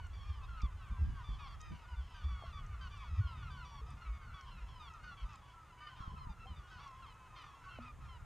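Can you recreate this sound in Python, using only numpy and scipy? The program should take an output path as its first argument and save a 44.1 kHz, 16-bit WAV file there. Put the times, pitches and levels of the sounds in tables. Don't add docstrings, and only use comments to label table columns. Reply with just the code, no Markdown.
import sys
import numpy as np
from scipy import signal
from scipy.fft import rfft, irfft
from scipy.io import wavfile
from scipy.ndimage import uniform_filter1d

SR = 44100
rng = np.random.default_rng(int(sys.argv[2]) if len(sys.argv) > 2 else 0)


def unload_wav(signal):
    wavfile.write(
        sys.argv[1],
        SR,
        np.round(np.clip(np.atleast_2d(signal).T, -1, 1) * 32767).astype(np.int16),
    )


N = 363825
TIME_S = np.arange(N) / SR
FREQS_HZ = np.maximum(np.fft.rfftfreq(N, 1 / SR), 1)
ANTIPHASE = np.array([[1], [-1]])

# f/Hz, level/dB
AIR_SPECTRUM = [(25, -24), (110, 6), (200, -10.5), (330, -11), (600, -12.5), (900, -6.5), (2000, -14),
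                (4500, -28.5), (5900, -30.5), (6550, -22.5), (7200, -28.5), (9000, -30), (11500, -38.5),
                (14000, -37.5)]
RUMBLE_SPECTRUM = [(15, -34), (30, 1), (45, -1.5), (70, 0.5), (100, -8.5), (130, -24.5), (200, -33.5),
                   (1000, -100)]
EDDY_SPECTRUM = [(70, -25), (115, 9.5), (160, -3), (230, -14), (330, -27.5), (600, -62), (3000, -100)]
BUFFET_EDDY_SPECTRUM = [(100, -10.5), (170, 3.5), (240, -11), (350, -20.5), (600, -29), (3000, -95)]
FLOCK_SPECTRUM = [(500, -30.5), (750, -1), (980, 1.5), (1250, -3.5), (1500, -13), (1800, -15.5),
                  (2150, -17), (2550, -4.5), (3300, -3), (3900, -16), (5000, -14), (6500, -20.5),
                  (9000, -49)]
NEAR_ECHO_SPECTRUM = [(1200, -17), (3300, -25)]
# f/Hz, side re mid/dB
SIDE_SPECTRUM = [(25, -19), (70, -18), (115, -12.5), (250, -12), (500, -10), (800, -17.5), (1200, -23),
                 (2500, -20), (4500, -9.5), (8000, -8.5), (13000, 0)]
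# t/s, side gain/dB
BASS_SIDE_GAIN = [(0, 0), (.56, 2.5), (.645, 11), (.72, -7), (.98, -2.5), (1.07, 12), (1.16, 0.5), (1.5, 7),
                  (1.7, 14), (1.88, 2), (2, -64), (4.3, -46), (4.7, 0), (6.1, -2), (8.25, 4)]
# t/s, rumble level/dB, eddy level/dB
BREEZE_LEVELS = [(0.0, -46, -72), (0.85, -47, -66), (1.1, -45, -56), (1.72, -52.5, -66),
                 (3.1, -46.5, -62.5), (3.26, -50, -60), (4.04, -52, -59.5), (4.39, -52, -65.5),
                 (5.88, -62, -65.5), (6.16, -52.5, -62), (7.4, -63, -69), (8.25, -51.5, -62)]
# crest t/s, half-width/s, rocking f/Hz, level/dB, eddy level/dB
BUFFETS = [(0.309, 0.025, 71.3, -37.5, -74), (0.56, 0.052, 53.7, -45, -65),
           (0.649, 0.024, 66.8, -30.5, -55.5), (0.758, .022, 72, -45, -74),
           (0.923, 0.026, 61.8, -34.5, -57), (1.026, 0.045, 76.6, -31, -55),
           (1.094, 0.019, 54.8, -35.5, -57), (1.321, 0.045, 52, -38.5, -60), (1.729, 0.033, 84, -53, -49.5),
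           (1.934, 0.021, 60.65, -42.5, -80.5), (1.998, .034, 60.8, -36, -77),
           (2.262, 0.031, 72.2, -32.5, -61.5), (2.325, 0.059, 63.7, -40, -67),
           (2.757, 0.064, 56.2, -44, -78), (3.131, .028, 73, -36.5, -63), (3.2, 0.026, 84.6, -28.5, -61.5),
           (3.258, 0.01963, 73, -34.5, -80.5), (3.832, 0.04, 57.2, -43.5, -84),
           (4.108, 0.048, 57.2, -37.5, -88), (4.641, 0.038, 47.6, -45, -89),
           (5.244, 0.03, 52.3, -38, -62.5), (6.137, .02, 58.6, -47, -54.5),
           (6.306, 0.022, 53, -43.5, -57.5), (6.516, 0.026, 72.8, -42.5, -56.5),
           (6.59, 0.0296, 76, -46.5, -64.5)]
# t/s, level/dB
SLAPS = [(.637, -29.5), (.649, -35.5), (1.292, -35), (6.007, -37), (6.079, -34), (6.121, -38.5),
         (6.272, -35.5), (6.397, -46)]
# t/s, f/Hz, level/dB, t60/s, rise/fraction of f
PLOPS = [(2.424, 812, -43, 0.014, .02), (2.437, 665, -45, 0.049, 0.073), (3.815, 435, -59.5, 0.18, 0.14),
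         (3.885, 722, -56, 0.078, .1), (6.458, 759, -52, 0.14, 0.21), (6.441, 489, -66.5, 0.3, 0.058),
         (7.7875, 630, -37, 0.013, .02), (7.79, 233, -47.5, 0.279, 0.21)]
# t/s, peak level/dB, resonance f/Hz
TICKS = [(.068, -61, 7500), (0.606, -50, 2180), (.618, -48.5, 5470), (1.606, -53, 5880),
         (1.613, -47.5, 6350), (2.664, -58, 6400), (2.977, -64, 7530), (3.904, -60, 8250),
         (4.41, -51, 5600), (4.937, -59, 6000), (5.332, -60, 6130), (5.357, -57.5, 7200),
         (6.878, -57, 5750), (7.42, -64, 8550)]
# t/s, low-band level/dB, high-band level/dB
FLOCK_LEVELS = [(0.0, -61, -67), (0.12, -72, -72), (0.3, -72.5, -66), (0.44, -63, -72.5),
                (0.52, -70.5, -71), (0.74, -74, -76), (0.92, -67.5, -73), (1.03, -76, -72),
                (1.28, -65.5, -68.5), (1.45, -64, -70.5), (1.68, -67.5, -63.5), (1.78, -69, -70),
                (1.96, -64, -69.5), (2.04, -75.5, -72.5), (2.1, -68, -68), (2.42, -64, -67),
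                (2.7, -65, -69.5), (3.3, -67, -66), (3.72, -63, -70), (3.88, -66, -73), (4.02, -62.5, -67),
                (4.17, -70, -72.5), (4.4, -64, -66.5), (4.7, -68, -69.5), (4.88, -62.5, -68),
                (5.33, -68.5, -68.5), (5.62, -68.5, -76.5), (5.85, -68.5, -65), (6.06, -61.5, -68),
                (6.25, -66, -78), (6.5, -71, -74.5), (6.82, -66, -68), (7.12, -71, -73.5),
                (7.17, -66.5, -83), (7.42, -63.5, -63), (7.51, -65, -73), (7.87, -68, -69),
                (7.96, -74, -92), (8.05, -70, -71), (8.25, -68, -81)]
# t/s, length/s, start f/Hz, middle f/Hz, end f/Hz, level/dB
WIDE_GLIDES = [(5.968, 0.113, 903, 1280, 1340, -60), (6.052, 0.063, 1260, 1155, 900, -61),
               (6.119, 0.18, 1353, 1096, 770, -61)]
# t/s, length/s, f/Hz, level/dB
NASAL_CALLS = [(0.41, 0.061, 520, -71), (5.801, 0.091, 604.4, -63.5)]
# t/s, length/s, start f/Hz, fall/fraction of f, level/dB, overtone gain/dB
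SQUAWKS = [(.25, 0.091, 1073, .08, -74, 6), (1.385, 0.091, 1090, 0.085, -64, 4.5),
           (5.24, 0.111, 1178, 0.11, -65.5, -2), (5.99, 0.098, 1328, .2, -67.5, -1),
           (6.66, 0.16, 1200, .04, -72, 3), (6.78, .1, 1077, 0.011, -64.5, 3),
           (7.355, 0.085, 1130, 0.071, -68.5, 3.5), (7.81, 0.0644, 1137, 0.13, -71.5, 5.5),
           (8.0, 0.1, 1327, .04, -71.5, -2.5)]
MEWS = [(.088, 0.028, 1383, 0.035, -83, 12.5), (.475, 0.19, 1417, .2, -61, -4),
        (.561, 0.054, 1474, 0.098, -66, 3.5), (.645, 0.052, 1045, 0.05, -61, -4.5),
        (.8, 0.097, 1335, 0.21, -66, 1), (.9, 0.0817, 1202, 0.0826, -66, 1),
        (.92, 0.06, 1080, 0.101, -64, -14.5), (1.135, 0.087, 1614, 0.13, -68, 0),
        (1.16, 0.055, 1130, 0.175, -61.5, -3), (1.38, 0.068, 1270, 0.1225, -63, 6.5),
        (2.135, 0.084, 1577, 0.09, -65.5, 5), (2.455, 0.066, 1503, 0.14, -67.5, 8.5),
        (2.8, 0.074, 1565, 0.085, -62, 6.5), (2.898, 0.094, 1580, 0.21, -68.5, 6),
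        (2.994, 0.048, 1154, 0.18, -59.5, 0), (3.032, 0.076, 1470, 0.11, -67, -4),
        (3.198, 0.16, 1465, 0.14, -61, -3), (3.417, 0.086, 1452, 0.17, -59.5, -3),
        (3.495, 0.13, 1570, 0.107, -64, 2), (3.577, 0.067, 1470, 0.16, -61.5, 1),
        (4.005, 0.075, 1443, 0.16, -66.5, 4), (4.205, 0.113, 1558, 0.14, -66.5, 1),
        (4.501, 0.091, 1403, 0.12, -69, 8), (4.925, 0.0765, 1395, 0.11, -63, -5.5),
        (5.025, 0.11, 1526, 0.12, -60, 0), (5.527, .12, 1354, 0.083, -65.5, -21.5),
        (5.975, 0.069, 1494, 0.14, -67, 0), (6.24, .065, 1022, 0.16, -64, -12),
        (6.7, 0.08, 1534, .08, -65, 2.5), (6.765, 0.04, 1450, 0.17, -63, -3),
        (6.85, 0.082, 1110, 0.0984, -58.5, -16), (7.012, 0.057, 1423, 0.25, -62, 2),
        (7.63, 0.11, 1547, 0.11, -65.5, -1)]
YELPS = [(5.882, 0.0548, 1516, 0.0416, -63, 0.5), (6.15, 0.0311, 1314, 0.02, -61, 0),
         (6.387, 0.064, 1326, 0.011, -62.5, 3), (6.617, 0.068, 1422, .01, -68.5, 1),
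         (7.673, 0.1, 1350, 0.035, -63, 4), (7.789, 0.067, 1257, 0.005, -60, -5),
         (7.848, 0.055, 1237, 0.03, -55.5, -1.5), (7.995, 0.074, 1280, 0.072, -62, -5)]
WAILS = [(.22, 0.132, 1212, .04, -66.5, 6), (.68, 0.44, 1470, -.105, -70.5, -17),
         (1.82, 0.19, 1452, -.02, -66.5, -5.5), (3.127, 0.23, 1215, 0.17, -64.5, 3),
         (4.03, 0.22, 1135, .06, -67.5, 9), (5.2, 0.072, 1310, 0.02, -63, -3),
         (6.893, 0.2, 1043, -.01, -62.5, -6), (7.077, 0.44, 1293, .02, -69, 5.5),
         (7.64, 0.04, 1110, -.01, -53.5, -14)]
PIERCING_CRIES = [(0.127, .1, 1159, .052, -75, 5.5, 2980), (0.43, 0.024, 1220, -0.019, -66, -7, 4300),
                  (0.618, 0.045, 1183, 0.051, -65.5, -4.5, 3550), (0.757, 0.095, 1062, 0.18, -86, 11, 2644),
                  (1.235, 0.1217, 1177, .047, -69.5, -1, 3430), (1.42, 0.12, 1135, 0.067, -72, -0.5, 3300),
                  (1.465, 0.075, 1189, 0.057, -66, -5.5, 4630), (1.955, 0.055, 1192, 0.064, -73, -3, 3490),
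                  (2.233, 0.22, 1163, .075, -68, -1, 3400), (2.523, 0.081, 1183, 0.063, -63, -5.5, 3440),
                  (2.8, 0.085, 1188, 0.12, -68, -13, 4500), (2.91, .18, 1194, .075, -74, 3.5, 2330),
                  (3.35, 0.1, 1247, 0.135, -72.5, -3, 3480), (3.5, .085, 1174, 0.065, -66.5, -4, 3910),
                  (3.645, 0.16, 1161, 0.05, -66.5, -1.5, 5630), (4.337, .11, 1144, 0.087, -67, -3, 3270),
                  (4.792, 0.096, 1273, .15, -65, -2.5, 3330), (5.167, 0.076, 1120, .053, -74.5, 2.5, 3310),
                  (6.177, .07, 1072, 0.066, -70, -1.5, 4300), (6.291, 0.039, 1224, .03, -72.5, 0, 4320),
                  (6.464, 0.078, 1061, 0.091, -70.5, -0.5, 3300),
                  (6.556, 0.0388, 1226, 0.057, -74.5, 0, 3700),
                  (6.798, 0.051, 1130, -0.0036, -68, -5.5, 3420),
                  (7.059, 0.068, 1083, 0.09, -68.5, -2, 3630), (7.357, 0.069, 1072, .08, -68.5, 1.5, 3560),
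                  (7.446, 0.13, 1100, 0.17, -76, -6, 4400), (7.705, 0.085, 1061, .07, -75, 1.5, 3150),
                  (8.081, 0.0922, 1073, 0.115, -66.5, -4.5, 3250)]
# multiple of pitch, level/dB
NASAL_PARTIALS = [(2, 6.5), (3, -3), (5, 1), (6, -15), (7, -17), (8, -12)]
SQUAWK_PARTIALS = [(1, 5.5), (1.5, -11.5), (2, -9.5), (2.5, -14), (3, -9.5), (4, -13), (5, -17.5)]
MEW_PARTIALS = [(1, 0), (1.5, -25), (2, -12), (2.5, -24), (3, -17.5), (4, -28)]
YELP_PARTIALS = [(1, 0), (2, -8), (2.5, -31), (3, -23), (4, -28)]
WAIL_PARTIALS = [(1, 1.5), (2, -9.5), (3, -24)]
PIERCING_PARTIALS = [(1, 1), (2, -8), (3, -6.5), (4, -13), (5, -19)]


def undb(db):
    return 10 ** (np.asarray(db) / 20)


def decay(t, t60_s):
    return np.exp(-np.log(1000) * t / t60_s)


def curves(table):
    times_s, *columns = np.transpose(table)
    return [np.interp(TIME_S, times_s, column) for column in columns]


def colour(x, spectrum):
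    hz, db = np.transpose(spectrum)
    return irfft(rfft(x) * undb(np.interp(np.log(FREQS_HZ), np.log(hz), db)), N)


def drift(rate_hz, size=N):
    knots = rng.standard_normal(size // 40 + 3)
    return 1.2 * np.interp(np.arange(size) * rate_hz / SR, np.arange(len(knots)), knots)


def steady(x, window_s):
    power = uniform_filter1d(np.atleast_2d(x ** 2).mean(0), int(window_s * SR))
    return x / np.sqrt(power + np.mean(power) / 100)


def noise(spectrum):
    mid, side = colour(rng.standard_normal((2, N)), spectrum)
    ports = mid + colour(side, SIDE_SPECTRUM) * ANTIPHASE
    return ports / np.sqrt(np.mean(ports ** 2))


def add(out, at_s, sound):
    start = int(at_s * SR)
    first, end = max(start, 0), min(start + len(sound), N)
    if end > first:
        out[first:end] += sound[first - start:end - start]


def still_air(level_db=-64, drift_db=0.36):
    return noise(AIR_SPECTRUM) * undb(level_db + drift_db * drift(1.84))


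def breeze(rumble_trim_db=-1, eddy_trim_db=0.5, puff_hz=17):
    rumble_db, eddy_db = curves(BREEZE_LEVELS)
    puffs = drift(puff_hz)
    rumble = steady(noise(RUMBLE_SPECTRUM), 0.11) * undb(rumble_db + rumble_trim_db + 2 * puffs)
    eddies = steady(noise(EDDY_SPECTRUM), 0.071) * undb(eddy_db + eddy_trim_db + 3.5 * puffs)
    return rumble + eddies


def buffets(trim_db=1, eddy_trim_db=3, wobble=0.11):
    out = np.zeros((2, N))
    eddies = noise(BUFFET_EDDY_SPECTRUM)
    for crest_s, half_s, hz, db, eddy_db in BUFFETS:
        span = slice(max(int((crest_s - 2 * half_s) * SR), 0), int((crest_s + 2 * half_s) * SR))
        t = TIME_S[span] - crest_s
        swell = np.exp(-2 * (t / half_s) ** 2)
        cycles = rng.random() + np.cumsum(hz * (1 + wobble * drift(83.3, len(t)))) / SR
        skew_rad = 0.098 * rng.standard_normal() * ANTIPHASE
        rocking = np.sqrt(2) * undb(db + trim_db) * np.sin(2 * np.pi * cycles + skew_rad)
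        out[:, span] += swell * (rocking + undb(eddy_db + eddy_trim_db) * eddies[:, span])
    return out


def slaps(push_s=0.0012, suction_s=0.0035):
    out = np.zeros(N)
    t = TIME_S[:SR // 10] - 0.05
    push = 1 / np.cosh(t / push_s)
    suction = 0.38 * np.exp(-(t / suction_s - 1.5) ** 2)
    for at_s, db in SLAPS:
        add(out, at_s + t[0], undb(db) * (push - suction))
    return out


def bass_width(ports, cutoff_hz=330):
    side = (ports[0] - ports[1]) / 2
    bass = signal.sosfiltfilt(signal.butter(3, cutoff_hz, fs=SR, output="sos"), side)
    side_db, = curves(BASS_SIDE_GAIN)
    return ports + bass * (undb(side_db) - 1) * ANTIPHASE


def plops(attack_s=67e-6):
    out = np.zeros(N)
    for at_s, hz, db, t60_s, rise in PLOPS:
        t = TIME_S[:int(t60_s * SR)]
        phase = 2 * np.pi * hz * t * (1 + rise * t / t60_s / 2)
        envelope = decay(t, t60_s) * (1 - np.exp(-t / attack_s))
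        add(out, at_s, undb(db) * envelope * np.sin(phase))
    return out


def tick(hz, t60_s, attack_s=0.00017):
    t = TIME_S[:SR // 10]
    burst = rng.standard_normal(len(t)) * decay(t, t60_s) * (1 - np.exp(-t / attack_s))
    resonance = signal.iirpeak(hz, Q=1 / 0.3, fs=SR)
    ring = signal.lfilter(*resonance, signal.lfilter(*resonance, burst))
    return ring / np.abs(ring).max()


def ticks(faint_count=30, faint_db=-73):
    out = np.zeros(N)
    for at_s, db, hz in TICKS:
        add(out, at_s, undb(db) * tick(hz, t60_s=0.019))
    for when, size, pitch in rng.random((faint_count, 3)):
        add(out, when * N / SR, undb(faint_db + 7.5 * size) * tick(4500 + 6000 * pitch, t60_s=0.0053))
    return out


def shore_echo(x, t60_s, first_s):
    t = TIME_S[:SR]
    tail = rng.standard_normal(SR) * decay(t, t60_s) * (t > first_s)
    return signal.fftconvolve(x, tail / np.sqrt(np.sum(tail ** 2)))[:N]


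def gull_voice(length_s, glide_hz, partials, jitter, flutter_db, edge_s, rasp=0):
    size = int((length_s + edge_s) * SR)
    t = np.arange(size) / SR - edge_s / 2
    scoop = 0.031 * np.exp(-(t - t[0]) / 0.0039)
    sag = 0.0254 * np.exp((t - t[-1]) / 0.011)
    hz = np.polyval(np.polyfit([0, 0.5, 1], glide_hz, 2), t / length_s) * (1 - scoop - sag)
    phase = 2 * np.pi * np.cumsum(hz * (1 + jitter * drift(259.8, size))) / SR
    ramp = np.clip(np.minimum(2 * t, length_s - t) / edge_s + 0.5, 0, 1)
    envelope = np.sin(np.pi / 2 * ramp) ** 2
    tone = np.zeros(size)
    for multiple, gain in partials:
        shimmer = 1 + 0.182 * drift(34.4, size)
        tone += gain * shimmer * np.sin(multiple * phase)
    throb = 1 + rasp * np.sin(phase / 4)
    flutter = undb(flutter_db * drift(110.4, size))
    return np.sqrt(2) * tone * envelope * throb * flutter


def far_flock(count=195, split_hz=1850, low_trim_db=2.3, high_trim_db=2.2):
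    calls = np.zeros(N)
    for turn, (delay, span, pitch, drop, size, bright, arch, hoarse) in enumerate(rng.random((count, 8))):
        length_s = 0.05 + 0.11 * span
        fall = 0.02 + 0.13 * drop
        glide_hz = (980 + 560 * pitch) * np.array([1, 1 - arch / 2 * fall, 1 - fall])
        upper = undb(13.7 * (bright - 2.5))
        partials = [(1, 1), (1.5, 0.25), (2, upper), (2.5, 0.3 * upper), (3, upper), (4, upper),
                    (5, upper)]
        call = gull_voice(length_s, glide_hz, partials, jitter=0.004 + 0.02 * hoarse ** 2,
                          flutter_db=2, edge_s=0.02, rasp=0.64 * hoarse ** 2)
        at_s = (turn + 2 * delay - 2) / count * N / SR
        add(calls, at_s, undb(6.6 * size) * call)
    echo = undb(-9) * shore_echo(calls, t60_s=0.7, first_s=0.014)
    flock = colour(calls + echo, FLOCK_SPECTRUM)
    low = signal.sosfiltfilt(signal.butter(4, split_hz, fs=SR, output="sos"), flock)
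    low_db, high_db = curves(FLOCK_LEVELS)
    return (steady(low, 0.13) * undb(low_db + low_trim_db)
            + steady(flock - low, 0.15) * undb(high_db + high_trim_db))


def flock_ducking(near, window_s=0.093, depth_db=0.5):
    activity = uniform_filter1d(np.abs(near), int(window_s * SR))
    return undb(-depth_db * np.tanh(activity / activity.mean() - 1))


def wide_glides():
    out = np.zeros(N)
    for at_s, length_s, *glide_hz, db in WIDE_GLIDES:
        tone = gull_voice(length_s, glide_hz, [(0.5, 0.11), (1, 1)],
                          jitter=0.0074, flutter_db=4, edge_s=0.03)
        add(out, at_s, undb(db) * tone)
    return out * ANTIPHASE


def nasal_calls():
    out = np.zeros(N)
    partials = [(multiple, undb(db)) for multiple, db in NASAL_PARTIALS]
    for at_s, length_s, hz, db in NASAL_CALLS:
        call = gull_voice(length_s, [hz] * 3, partials, jitter=0.0054, flutter_db=3, edge_s=0.0086)
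        add(out, at_s, undb(db) * call)
    return out


def cry(row, partials_db, arch, **voicing):
    length_s, hz, fall, db, overtone_db = row
    bulge = arch + 0.0019 * rng.uniform(-0.86, 1)
    glide_hz = hz * np.array([1, 1 - fall / 2 + bulge, 1 - fall])
    partials = [(k, undb(partial_db + overtone_db * (k > 1))) for k, partial_db in partials_db]
    return undb(db) * gull_voice(length_s, glide_hz, partials, **voicing)


def cries(table, partials_db, **voicing):
    out = np.zeros(N)
    for at_s, *row in table:
        add(out, at_s, cry(row, partials_db, **voicing))
    return out


def piercing_cries(accent_db=1.5, accent_s=0.0254, throat_db=7.5, throat_q=6.4):
    out = np.zeros(N)
    for at_s, *row, throat_hz in PIERCING_CRIES:
        tone = cry(row, PIERCING_PARTIALS, arch=0.00596, jitter=0.003, flutter_db=1, edge_s=0.009)
        tone *= undb(accent_db * np.exp(-TIME_S[:len(tone)] / accent_s))
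        throat = signal.lfilter(*signal.iirpeak(throat_hz, throat_q, fs=SR), tone)
        add(out, at_s, tone + (undb(throat_db) - 1) * throat)
    return out


def near_gulls():
    calls = undb(4.5) * piercing_cries()
    calls += undb(-1) * cries(SQUAWKS, SQUAWK_PARTIALS, arch=0.075,
                              jitter=0.0081, flutter_db=2.5, edge_s=0.0198, rasp=0.64)
    calls += undb(3.5) * cries(MEWS, MEW_PARTIALS, arch=0.01182,
                               jitter=0.008, flutter_db=1.2, edge_s=0.0199, rasp=0.12)
    calls += undb(1.5) * cries(YELPS, YELP_PARTIALS, arch=0.0235,
                               jitter=0.0133, flutter_db=0.5, edge_s=0.0223)
    calls += undb(-1) * cries(WAILS, WAIL_PARTIALS, arch=0.0031,
                              jitter=0.01, flutter_db=0.5, edge_s=0.037)
    calls += nasal_calls()
    echo = shore_echo(calls, t60_s=0.35, first_s=0.012)
    return calls + colour(echo, NEAR_ECHO_SPECTRUM)


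def scene():
    air = still_air()
    near = near_gulls()
    colony = near + far_flock() * flock_ducking(near)
    glides = wide_glides()
    shore = plops() + ticks()
    wind = breeze() + buffets() + slaps()
    return colony + glides + shore + bass_width(wind + air)


def record(dry):
    return signal.sosfilt(signal.ellip(10, 0.2, 70, 15200, fs=SR, output="sos"), dry)


dry = scene()
out = record(dry)
unload_wav(out)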